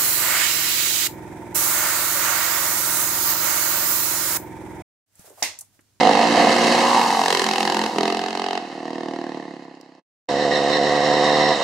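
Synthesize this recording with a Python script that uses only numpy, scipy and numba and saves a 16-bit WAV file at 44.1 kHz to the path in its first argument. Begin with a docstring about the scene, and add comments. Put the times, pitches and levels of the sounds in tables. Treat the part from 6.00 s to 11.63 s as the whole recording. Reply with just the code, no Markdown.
"""A big four-stroke motorbike thumps past on a dirt road, changes gear, rolls off the throttle and rides off between
trees, with a faster, buzzing bike just ahead of it. After a short silence a third bike comes up the road at high revs,
bogging down in ruts. Each firing is a pulse that makes resonances of the exhaust pipe ring, with a noisy jet of gas.
Shaped noise makes chains clatter, tyres hiss, grit fly and stones tick; a short, fading noise tail makes trees echo."""
import sys
import numpy as np
from scipy import signal
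from scipy.fft import rfft, irfft, next_fast_len
from scipy.io import wavfile
from scipy.ndimage import uniform_filter1d
from numba import njit

SR = 44100
rng = np.random.default_rng(int(sys.argv[2]) if len(sys.argv) > 2 else 0)


def unload_audio(sound):
    """Save the sound as a 16-bit wav file, at the path given as the first command line argument."""
    columns = np.transpose(np.atleast_2d(sound))
    # keep every value between -1 and 1, then stretch to whole-number steps
    steps = np.round(np.clip(columns, -1, 1) * 32767)
    wavfile.write(sys.argv[1], SR, steps.astype(np.int16))


N = 248283
TIME = np.arange(N) / SR

# Big single: how often it fires, dropping at each gear change: time_s, firing_rate_hz
THUMPER_RATE = [(0.0, 49.3), (0.1, 50.1), (0.24, 49.4), (0.28, 42), (0.36, 39.3), (0.41, 41.2),
                (0.55, 43.16), (0.7, 43.4), (0.86, 45.12), (1.05, 45.19), (1.2, 45.35), (1.3, 44.89),
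                (1.4, 42.99), (1.55, 42.64), (1.72, 42.88), (1.85, 43.21), (1.92, 39.5), (2.0, 42.08),
                (2.1, 43.71), (2.22, 43.61), (2.35, 44.72), (2.57, 44.57), (2.64, 38.6), (2.74, 38.75),
                (2.85, 39.28), (3.0, 39.14), (3.2, 38.39), (3.42, 37.28), (3.5, 35.15), (3.58, 35.47),
                (3.66, 33.73), (3.88, 33.35), (4.0, 32.8)]
# Big single: each twist of the throttle: opens_s, shuts_s, opening_time_s, throttle_0_to_1, boom_db,
# boom_slope_db_per_s, opening_surge_db, bark_over_boom_db, gas_over_boom_db
PULLS = [(-.03, 0.24, 0.024, 0.94, -23, -8.5, 1, 0.5, 6.5),
         (.34, 1.875, 0.036, 0.83, -28.5, 1.5, 5, 0.5, 3.5),
         (1.952, 2.595, 0.055, 0.81, -30, 0, 8.5, 0, 2.5),
         (2.79, 4.4, 0.14, 0.04, -26, -9, -4.5, -2, -10.5)]
# Big single: low pipe resonances under load: pitch_hz, width_hz, level_db
BOOM = [(164, 16, -4), (213, 34, 6), (262, 90, -5), (513, 61, -1.5)]
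# Big single: low pipe resonances off throttle: pitch_hz, width_hz, level_db
COAST = [(184, 24, -3.5), (272, 60, 3), (331.4, 34, 0), (468, 60, -1.5)]
# Big single: silencer shell, ringing when it coasts: pitch_hz, width_hz, level_db
SHELL = [(1749, 130, -15), (1860, 120, -1)]
# Big single: a pipe resonance that sweeps down as it goes by: time_s, pitch_hz, level_db
GROWL = [(.5, 510, 10.5), (1.15, 485, 1), (1.27, 456, 10.5), (1.38, 399.8, 12.5), (1.52, 356, 0),
         (1.7, 330, 4.5), (2.05, 291, 3), (2.5, 290, -1.5)]
# Big single: two barking resonances that shift as it goes by:
# time_s, lower_pitch_hz, lower_level_db, upper_pitch_hz, upper_level_db
BARK = [(0, 737, 5, 950, -16.5), (.5, 700, 7, 1010, -3.5), (.7, 720, 3.5, 957.5, -0.5),
        (.88, 794, 0, 950, -2.5), (1.06, 830.4, -1.5, 931, 4), (1.19, 767, 7.5, 910, 2),
        (1.29, 770, -2, 974, 5), (1.4, 754, -4, 1020, 3), (1.58, 808.5, 3.5, 980, -3),
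        (1.72, 760, 2, 960, 3), (1.83, 751, -11.5, 910, 5), (2.0, 699.3, 4, 940, -5),
        (2.5, 714, 5.5, 810.3, -3), (3.0, 688, 2, 849, -4.5), (3.9, 659, 0.5, 782, -8.5)]
# Big single: tone colour of the gas jet: pitch_hz, level_db
GAS = [(700, -21.5), (1200, -0.5), (1900, 1.5), (3000, 0.5), (4300, -4), (7000, -15.5), (10000, -22),
       (15000, -37)]
# Leading bike: revs and loudness: time_s, firing_rate_hz, level_db
LEADER = [(0, 56.96, -20.5), (.33, 58.16, -20), (.55, 59.1, -21.5), (.75, 59.9, -24), (.9, 60.1, -25.5),
          (1.02, 59.56, -29.5), (1.2, 55.54, -31), (1.85, 54.78, -29), (2.2, 56.8, -37.5),
          (2.6, 53.85, -51.5), (3.5, 50.2, -47)]
# Leading bike: lower pipe resonances: pitch_hz, width_hz, level_db
LEADER_LOW = [(165, 27, -24.5), (241.4, 18, 1), (289.4, 35, -2), (360.5, 16, 0.5), (526, 62, 3),
              (743, 104, 0)]
# Leading bike: upper pipe resonances, before the tuning below: pitch_hz, width_hz, level_db
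LEADER_HIGH = [(793, 100, -9.5), (947, 110, 0), (1050, 110, 0)]
# Leading bike: what the upper pitches are multiplied by: time_s, pitch_ratio
LEADER_TUNING = [(0, 0.81), (.75, 0.87), (.92, 1), (1.06, 0.91), (1.25, 0.78)]
# Third bike: ruts that load the back wheel and pull the revs down: time_s, sag_hz, spread_s
RUTS = [(4.341, 5.1, 0.057), (4.483, 6.5, 0.035), (4.639, 4.8, 0.054), (4.81, 5.55, 0.028),
        (4.917, 3.08, 0.0286), (5.003, 3.8, 0.027), (5.106, 2.69, 0.0216), (5.212, 2.48, 0.028),
        (5.31, 1.63, 0.027)]
# Third bike: lower pipe resonances: pitch_hz, width_hz, level_db
THIRD_LOW = [(158, 22, -13), (206, 16, -21), (288, 75, -5.5), (381, 70, -4.5), (490, 20, -9), (505, 69, 7)]
# Third bike: upper pipe resonances: pitch_hz, width_hz, level_db
THIRD_HIGH = [(686, 38, 13.2), (730, 60, 9.5), (930, 96, 1)]
# Third bike: ringing engine metal: pitch_hz, half_width_of_each_filter_hz, level_db, growth_db_per_s
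THIRD_METAL = [(1900, 170, 0, 0), (2780, 110, -11, 0), (3770, 90, -2, 2.5), (3980, 160, -6, 1.5),
               (5420, 120, -9, 2.5)]
# Third bike: tone colour of the tyre hiss: pitch_hz, level_db
THIRD_HISS = [(30, -24), (70, -5.5), (100, -15.5), (170, 0), (400, 3.5), (700, 4.5), (1080, 6.5), (1400, 1),
              (3000, -0.5), (4700, -6.5), (6300, -13.5), (8000, -17.5), (10500, -38), (15000, -48)]
# Tone colour of the chains and engine metal: pitch_hz, level_db
CLATTER = [(30, -25.5), (90, -26.5), (200, 2.5), (400, -1.5), (600, 3.5), (1100, 1.5), (1500, -2.5),
           (2100, 2.5), (2600, 1), (3200, -3), (4100, -3), (5500, -11), (8000, -17), (11000, -27.5),
           (15000, -47.5)]
# Tone colour of the flying grit: pitch_hz, level_db
GRIT = [(1500, -21.5), (4000, 15.5), (7000, 6.5), (10000, -0.5), (14000, -6), (16000, -33.5)]
# Stones flung against metal far down the road: time_s, level_db
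STONES = [(3.631, -46), (3.646, -48), (3.751, -46), (3.812, -39), (3.95, -47)]
# Balance, a little to the right: time_s, left_minus_right_db
LEFT_DB = [(0, -3.5), (1.1, -1), (2.2, -1.95), (3.2, -3)]
# Hollows in the microphone's response: pitch_hz, width_hz, depth_db
HOLLOWS = [(599.5, 33, -9.5), (1385, 600, -8.5), (2363, 657, -40), (3450, 790, -10.5)]
# The sound cuts out between the two passes: time_s, level_db
FADE = [(3.995, 0), (4.055, -75), (4.07, -100), (4.279, -85), (4.289, 0)]

# Big single: a weak third barking resonance rides above the upper one
BARK_WIDTH_HZ, OVERTONE_RATIO, OVERTONE_DB = 102, 1.246, -13.5
PIPE_ECHO_S, PIPE_ECHO = 0.0025, 0.26
COOL_ECHO_S, COOL_ECHO = 0.00283, 0.2  # off throttle the gas is cooler and the round trip longer
CHAMBER_HZ, CHAMBER_WIDTH_HZ = 225.3, 67  # the silencer holds this part of the boom back
RIM_HZ, RIM_WIDTH_HZ, RIM_DB = 1220, 140, -8.5  # the tailpipe's own resonance, heard from behind
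GROWL_WIDTH_HZ = 70
# a resonance heard only from straight behind
DRONE_HZ, DRONE_WIDTH_HZ, DRONE_DB, DRONE_S, DRONE_RISE_S = 402, 56, 8, 1.85, 0.22
SHELL_DB = -12
CRACK_SPREAD = 1.5  # power that exaggerates the size differences between gas cracks
SHUT_S = 0.023  # the hand snaps the throttle shut
SURGE_S, SURGE_GAS_SHARE = 0.19, 0.66  # spread of the opening surge; the gas crack shares in it
IDLE_DB, IDLE_DB_PER_M, IDLE_BARK_DB, IDLE_GAS_DB = -31, 0.3, -2.5, -22  # with the throttle shut
BARK_AHEAD_DB, GAS_AHEAD_DB = 5, -7  # changes heard from the front
TURNS_AWAY_S, TURN_S = 1.23, .1  # the cracks come out once its tail shows
AIM_S, AIM_SPREAD_S, AIM_GAS_DB = 1.35, 0.16, 4  # its tailpipe sweeps past the listener

# Leading bike's upper resonances over its lower ones: base, change from the front, lift as it swings by
UPPER_DB, UPPER_AHEAD_DB, SWING_DB, SWING_S, SWING_SPREAD_S = 0.5, -8, 14.5, 0.97, 0.2
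RASP_HZ, RASP_WIDTH_HZ, RASP_DB = 2120, 460, -6.5  # intake rasp, sent forwards; width of each of two filters

# Third bike: starting levels, and how fast they grow as it nears
SECOND_PASS_S = 4.06
THIRD_HZ, THIRD_DB, THIRD_DB_PER_S = 74.63, -22, 2
THIRD_UPPER_DB, THIRD_UPPER_DB_PER_S = -1.5, 2.5
BRIGHT_HZ, BRIGHT_WIDTH_HZ, BRIGHT_DB, BRIGHT_DB_PER_S = 1040, 220, -6, 8  # the bark brightens as it nears
WHINE_ORDER, WHINE_DB = 10, -1.5  # one harmonic of its firing sings out clean
FLURRY_S, FLURRY_SPREAD_S, FLURRY_HZ, FLURRY_DB = 4.745, .05, 3900, 5  # the metal rings out in one flurry
METAL_DB, HISS_DB = -23.5, -24.5
METAL_DB_PER_HZ, HISS_DB_PER_HZ = 1.15, 0.35  # rasp and hiss ease as the revs sag
THIRD_SHUTS_S, THIRD_SHUT_HZ, THIRD_SHUT_DB = 5.532, 5.73, -6.5  # its rider rolls off the throttle
THIRD_SLOWS_S, THIRD_SLOW_S = 5.55, 0.072  # and the revs run down
THIRD_TREES_DB = -10

# Chains and engine metal: level at the closest point, lift from the front, loss at each doubling of distance
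CLATTER_DB, CLATTER_AHEAD_DB, CLATTER_DB_PER_DOUBLING = -27.5, 17, 5
GRIT_DB, CHAIN_DB, CLOSE_DB_PER_M = -33.5, -30.5, 1  # grit and the single's chain fade with distance
STONE_HZ, STONE_WIDTH_HZ, STONE_FALL_S = 4300, 3000, .002  # width of each of two filters

# The pair's ride along the road
SPEED_M_S, CLOSEST_M, LEADER_PASSES_S, THUMPER_PASSES_S = 11.74, 4.4, 0.92, 1.15
HIDDEN_S, HIDDEN_DB_PER_S = 3.39, 22.5  # the level sinks from here on
SCREEN_S, SCREEN_RISE_S, SCREEN_DB = 3.35, 0.27, -1  # the bushes block the direct path
SCREEN_GAS_DB, SCREEN_BARK_DB = -4.5, -0.5  # and take the cracks first
VERGE_ECHO_S, VERGE_DB = 0.00675, -18  # an echo off the verge gets round them
HEIGHTS_M2 = 2.3  # height of the engines times height of the listener
GROUND_SHARE, DULL_DB_PER_M = 0.13, 0.84
TREES_T60_S, TREES_DB, TREES_LOW_HZ = 0.6, -3.5, 590  # T60: time for the echo to fall by 60 dB
TOP_HZ = 15600


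def thumper():
    """Each firing cracks out with a jet of gas, runs back down the pipe and makes it boom and bark."""
    hz, = curves(THUMPER_RATE)
    throttle, boom_db, bark_db, gas_db = effort()
    gas_db = gas_db + AIM_GAS_DB * swell(AIM_S, AIM_SPREAD_S)
    gas_db = gas_db + GAS_AHEAD_DB * (1 - ramp(TURNS_AWAY_S, TURN_S))
    screened = ramp(SCREEN_S, SCREEN_RISE_S)
    gas_db = gas_db + SCREEN_GAS_DB * screened
    bark_db = bark_db + SCREEN_BARK_DB * screened

    pulses, age, size = firings(hz, jitter_s=.00003, scatter_db=.5, limp_db=0)
    flow = unit(size ** CRACK_SPREAD * puff(age, rise_s=.0008, fall_s=.0028))
    jet = pair(side=0.73) * flow
    push = unit(pulses) + .15 * jet.mean(axis=0)
    hot_echo = PIPE_ECHO * throttle * delay(push, PIPE_ECHO_S)
    cool_echo = COOL_ECHO * (delay(push, COOL_ECHO_S) + delay(push, 2 * COOL_ECHO_S) / 2)
    push = push + hot_echo + (1 - throttle) * cool_echo

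    growl_hz, growl_db = curves(GROWL)
    growl = undb(growl_db) * glide(push, growl_hz, float(GROWL_WIDTH_HZ))
    behind = ramp(DRONE_S, DRONE_RISE_S)
    drone = undb(DRONE_DB) * behind * band(push, DRONE_HZ, DRONE_WIDTH_HZ)
    driven = cut(ring(push, BOOM) + growl + drone, 205.5, "high", order=6)
    driven = unit(cut(driven, 480, "low"))
    driven = linger(driven, CHAMBER_HZ, CHAMBER_WIDTH_HZ)

    coasting = unit(cut(cut(ring(push, COAST), 161, "high", order=5), 600, "low"))
    shell = unit(cut(ring(push + .3 * jet, SHELL), 3200, "low", order=4))
    coasting = coasting + undb(SHELL_DB) * shell

    lower_hz, lower_db, upper_hz, upper_db = curves(BARK)
    modes = [(lower_hz, lower_db), (upper_hz, upper_db), (upper_hz * OVERTONE_RATIO, OVERTONE_DB)]
    bark = sum(undb(db) * glide(push, f, float(BARK_WIDTH_HZ)) for f, db in modes)
    bark = bark + undb(RIM_DB) * behind * throttle * band(push, RIM_HZ, RIM_WIDTH_HZ)
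    bark = unit(cut(cut(bark, 520, "high"), 1350, "low"))

    gas = colour(jet + .3 * unit(pulses), GAS)
    boom = throttle * driven + (1 - throttle) * coasting
    return undb(boom_db) * (boom + undb(bark_db) * bark + undb(gas_db) * gas)


def effort():
    """The single idles between pulls; each pull eases in from its surge level, holds and shuts."""
    metres, ahead = road(THUMPER_PASSES_S)
    state = [0, IDLE_DB - IDLE_DB_PER_M * metres, IDLE_BARK_DB, IDLE_GAS_DB]
    for opens, shuts, open_s, throttle, db, slope_db, surge_db, bark_db, gas_db in PULLS:
        held = ramp(opens, open_s) * (1 - ramp(shuts, SHUT_S))
        surge = surge_db * swell(opens, SURGE_S)
        pull_boom_db = db + slope_db * (TIME - opens) + surge
        # gas is set relative to the boom, so take back the part of the surge it does not share
        pull_gas_db = gas_db - (1 - SURGE_GAS_SHARE) * surge
        pulling = [np.clip(throttle, 0, 1), pull_boom_db, bark_db, pull_gas_db]
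        state = [old + held * (new - old) for old, new in zip(state, pulling)]
    throttle, boom_db, bark_db, gas_db = state
    return throttle, boom_db, bark_db + BARK_AHEAD_DB * ahead, gas_db


def leader():
    """A faster, rougher engine rings its pipe; the upper pipe resonances stand out as it swings by."""
    hz, db = curves(LEADER)
    _, ahead = road(LEADER_PASSES_S)
    upper_db = UPPER_DB + UPPER_AHEAD_DB * ahead + SWING_DB * swell(SWING_S, SWING_SPREAD_S)
    pulses, age, size = firings(hz, jitter_s=.00008, scatter_db=.9, limp_db=.7)
    jet = unit(pair(side=0.77) * size * puff(age, rise_s=0.0012, fall_s=0.0067))

    low = ring(unit(pulses) + .2 * jet, LEADER_LOW)
    low = unit(cut(cut(low, 143, "high", order=4), 700, "low"))

    tuning, = curves(LEADER_TUNING)
    push = unit(pulses) + .9 * jet
    high = 0
    for pitch_hz, width_hz, level_db in LEADER_HIGH:
        mode = np.array([glide(channel, pitch_hz * tuning, float(width_hz)) for channel in push])
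        high = high + undb(level_db) * mode
    high = unit(cut(cut(high, 560, "high"), 1300, "low"))

    rasp = unit(band(band(jet, RASP_HZ, RASP_WIDTH_HZ), RASP_HZ, RASP_WIDTH_HZ))
    return undb(db) * (low + undb(upper_db) * high + undb(RASP_DB) * ahead * rasp)


def third_bike():
    """High revs ring a narrow-tuned pipe; the engine's metal sings in flurries over tyre hiss."""
    elapsed = np.maximum(TIME - SECOND_PASS_S, 0)
    shut = ramp(THIRD_SHUTS_S, SHUT_S)
    sag = sum(sag_hz * swell(s, spread) for s, sag_hz, spread in RUTS)
    sag = sag + THIRD_SHUT_HZ * ramp(THIRD_SLOWS_S, THIRD_SLOW_S)
    hz = THIRD_HZ - sag
    pulses, age, size = firings(hz, jitter_s=.00005, scatter_db=.75, limp_db=.7)
    jet = unit(pair(side=0.16) * size * puff(age, rise_s=0.0029, fall_s=0.021))

    low = ring(unit(pulses) + .15 * jet, THIRD_LOW)
    low = unit(cut(cut(low, 140, "high", order=4), 514, "low"))

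    high = ring(unit(pulses) + .4 * jet, THIRD_HIGH)
    high = undb(-2.5) * unit(cut(cut(high, 430, "high"), 1380, "low"))
    whine = np.sin(2 * np.pi * WHINE_ORDER * np.cumsum(hz) / SR)
    high = high + undb(WHINE_DB) * (1 - shut) * whine
    bright_gain = undb(BRIGHT_DB + BRIGHT_DB_PER_S * elapsed)
    high = high + (bright_gain - 1) * band(high, BRIGHT_HZ, BRIGHT_WIDTH_HZ)

    knocks = rattle(side=0.63, grain_db=-1, grain_hz=306) + 0.13 * jet
    metal = 0
    for pitch_hz, half_width_hz, level_db, growth in THIRD_METAL:
        mode = band(band(knocks, pitch_hz, 2 * half_width_hz), pitch_hz, 2 * half_width_hz)
        metal = metal + undb(level_db + growth * elapsed + wander(16)) * mode
    flurry = swell(FLURRY_S, FLURRY_SPREAD_S)
    metal = metal + (undb(FLURRY_DB) - 1) * flurry * band(metal, FLURRY_HZ, 700)
    metal = cut(cut(unit(metal), 920, "high"), 5060, "low", order=4)

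    hiss = colour(rattle(side=0.5, grain_db=1.5, grain_hz=496), THIRD_HISS)
    upper_gain = undb(THIRD_UPPER_DB + THIRD_UPPER_DB_PER_S * elapsed)
    pipe = undb(THIRD_DB + THIRD_SHUT_DB * shut) * (low + upper_gain * high)
    rasp = undb(METAL_DB - METAL_DB_PER_HZ * sag) * metal + undb(HISS_DB - HISS_DB_PER_HZ * sag) * hiss
    return undb(THIRD_DB_PER_S * elapsed) * (pipe + rasp)


def rolling():
    """Chains and engine metal clatter, mostly forwards; the tyres fling grit, loudest close by."""
    metres, ahead = road(LEADER_PASSES_S)
    doublings = np.log2(metres / CLOSEST_M)
    clatter_db = CLATTER_DB + CLATTER_AHEAD_DB * ahead - CLATTER_DB_PER_DOUBLING * doublings
    thumper_metres, _ = road(THUMPER_PASSES_S)
    close_db = -CLOSE_DB_PER_M * (thumper_metres - CLOSEST_M)
    clatter = colour(rattle(side=0.48, grain_db=2.0, grain_hz=456.6), CLATTER)
    grit = colour(rattle(side=0.33, grain_db=4.5, grain_hz=1500), GRIT)
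    # the leader's clatter and the single's chain share one noise; their powers add
    clatter_gain = np.hypot(undb(clatter_db), undb(CHAIN_DB + close_db))
    return clatter_gain * clatter + undb(GRIT_DB + close_db) * grit


def stones():
    """Each stone gives a short, bright tick: filtered noise that starts at once and dies away."""
    strikes = 0
    for s, db in STONES:
        strikes = strikes + undb(db) * (TIME >= s) * np.exp(-np.abs(TIME - s) / STONE_FALL_S)
    tick = band(band(pair(side=.5), STONE_HZ, STONE_WIDTH_HZ), STONE_HZ, STONE_WIDTH_HZ)
    return strikes * unit(cut(tick, 7500, "low", order=4))


def passing():
    """The pair goes by: a bounce off the road sweeps through the clatter, distance dulls, bushes screen."""
    metres, _ = road(THUMPER_PASSES_S)
    near = rolling()
    lag_s = 2 * HEIGHTS_M2 / metres / 343  # the bounce's longer path over the speed of sound
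    bounce = np.array([delay(c, lag_s) for c in near])
    x = thumper() + leader() + near + GROUND_SHARE * bounce
    x = x * undb(-HIDDEN_DB_PER_S * np.maximum(TIME - HIDDEN_S, 0))
    dull = cut(cut(x, 4600, "low", order=1), 14300, "low")
    x = dull + undb(-DULL_DB_PER_M * (metres - metres.min())) * (x - dull)
    x = x + stones()
    screened = ramp(SCREEN_S, SCREEN_RISE_S)
    verge = undb(VERGE_DB) * screened * cut(delay(x.mean(axis=0), VERGE_ECHO_S), 1140, "low")
    return undb(SCREEN_DB * screened) * x + verge + undb(TREES_DB) * trees(x)


def trees(x):
    """Trunks and bushes scatter a short, diffuse echo; the bass passes between them."""
    size = SR // 2
    t = TIME[:size]
    tail = pair(side=0.91, size=size) * undb(-60 * t / TREES_T60_S) * (1 - np.exp(-t / 0.0059))
    tail = tail / np.sqrt(np.sum(tail ** 2) / 2)
    tail = cut(cut(tail, 4200, "low", order=1), TREES_LOW_HZ, "high", order=1)
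    return signal.fftconvolve(x.mean(axis=0)[None], tail, axes=1)[:, :N]


def road(passes_s):
    """A bike's distance in metres, and how far it faces the listener (1 coming, 0 going)."""
    along = SPEED_M_S * (TIME - passes_s)
    metres = np.hypot(along, CLOSEST_M)
    return metres, (1 - along / metres) / 2


def firings(hz, jitter_s, scatter_db, limp_db):
    """One pulse a cycle, uneven in time and size, with a limp of strong and weak; also the latest's age and size."""
    turns = np.cumsum(hz) / SR + .45
    cycle = np.arange(1, int(turns[-1]) + 1)
    chance = rng.standard_normal((1000, 2))[cycle]
    at = np.interp(cycle, turns, TIME) + jitter_s * chance[:, 0]
    at = np.sort(np.clip(at, 0, TIME[-1]))
    size = undb(scatter_db * chance[:, 1] + limp_db * (-1) ** cycle)
    pulses = np.bincount((at * SR).astype(int), size, N)
    latest = np.maximum(np.searchsorted(at, TIME) - 1, 0)
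    return pulses, np.abs(TIME - at[latest]), size[latest]


def puff(age, rise_s, fall_s):
    """Gas flow after the exhaust valve opens: a quick rise, then a slower fall."""
    return unit((1 - np.exp(-age / rise_s)) * np.exp(-age / fall_s))


def rattle(side, grain_db, grain_hz):
    """Dense little knocks: noise whose strength wanders quickly, with slower surges."""
    surge_db = .7 * wander(25)
    return pair(side) * undb(grain_db * wander(grain_hz) + surge_db)


def pair(side, size=N, apart_hz=1300):
    """Two channels of noise: alike in the bass, partly unrelated in the treble."""
    mid, diff = rng.standard_normal((2, size))
    return mid + side * cut(diff, apart_hz, "high", order=1) * np.array([[1], [-1]])


def wander(rate):
    """Smooth random drift with rms 1, aiming at a new value `rate` times a second."""
    hold = int(SR / rate)
    steps = np.repeat(rng.standard_normal(N // hold + 1), hold)
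    return unit(uniform_filter1d(steps, hold)[:N])


def band(x, hz, width):
    """One resonance, gain 1 at its centre."""
    return signal.lfilter(*signal.iirpeak(hz, hz / width, fs=SR), x)


def ring(x, modes):
    """A set of resonances side by side."""
    return sum(undb(db) * band(x, hz, width) for hz, width, db in modes)


@njit
def glide(x, hz, width):
    """A resonance whose centre moves, worked out sample by sample from two stored states."""
    y, b, low = np.empty(len(x)), 0., 0.
    for i in range(len(x)):
        g, k = np.tan(np.pi * hz[i] / SR), width / hz[i]
        v = (b + g * (x[i] - low)) / (1 + g * (g + k))
        b, low, y[i] = 2 * v - b, low + 2 * g * v, k * v
    return y


def linger(x, hz, width):
    """A chamber that holds one band back for a few milliseconds without changing its level."""
    return x - 2 * band(x, hz, width)


def delay(x, lag_s):
    """One channel, later by a fixed or moving time."""
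    return np.interp(TIME - lag_s, TIME, x, left=0)


def cut(x, hz, kind, order=2):
    """Remove what lies above ("low") or below ("high") a pitch, with a Butterworth filter."""
    return signal.sosfilt(signal.butter(order, min(hz, .45 * SR), kind, fs=SR, output="sos"), x)


def colour(x, spectrum):
    """Shape the tone by pitch and level points; rms 1."""
    hz, db = np.transpose(spectrum)
    size = next_fast_len(N)
    f = np.maximum(np.fft.rfftfreq(size, 1 / SR), 1)
    gain = undb(np.interp(np.log(f), np.log(hz), db))
    return unit(irfft(rfft(x, size) * gain, size)[..., :N])


def ramp(at_s, length_s):
    """A straight rise from 0 to 1, centred on a moment."""
    return np.clip((TIME - at_s) / length_s + .5, 0, 1)


def swell(at_s, spread_s):
    """A smooth bump of height 1."""
    return np.exp(-((TIME - at_s) / spread_s) ** 2)


def curves(table):
    """Every column of a table after the first, joined by straight lines in time."""
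    s, *columns = np.transpose(table)
    return [np.interp(TIME, s, c) for c in columns]


def undb(db):
    """Decibels to gain."""
    return 10 ** (np.asarray(db) / 20)


def unit(x):
    """Scale to rms 1 (rms is the average strength)."""
    return x / np.sqrt(np.mean(x ** 2))


def scene():
    """The pair passes, then the third bike approaches; all a little to the right."""
    third = third_bike()
    third = third + undb(THIRD_TREES_DB) * trees(third)
    left_db, = curves(LEFT_DB)
    balance = undb(np.array([left_db, -left_db]) / 2)
    return np.where(TIME < SECOND_PASS_S, passing(), third) * balance


def record(dry):
    """The microphone hollows out a few bands; the sound drops out between the passes; the top is cut."""
    for hz, width, db in HOLLOWS:
        dry = dry - (1 - undb(db)) * band(dry, hz, width)
    fade_db, = curves(FADE)
    top_cut = signal.ellip(8, .2, 70, TOP_HZ, fs=SR, output="sos")
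    return signal.sosfilt(top_cut, dry * undb(fade_db))


dry = scene()
out = record(dry)
unload_audio(out)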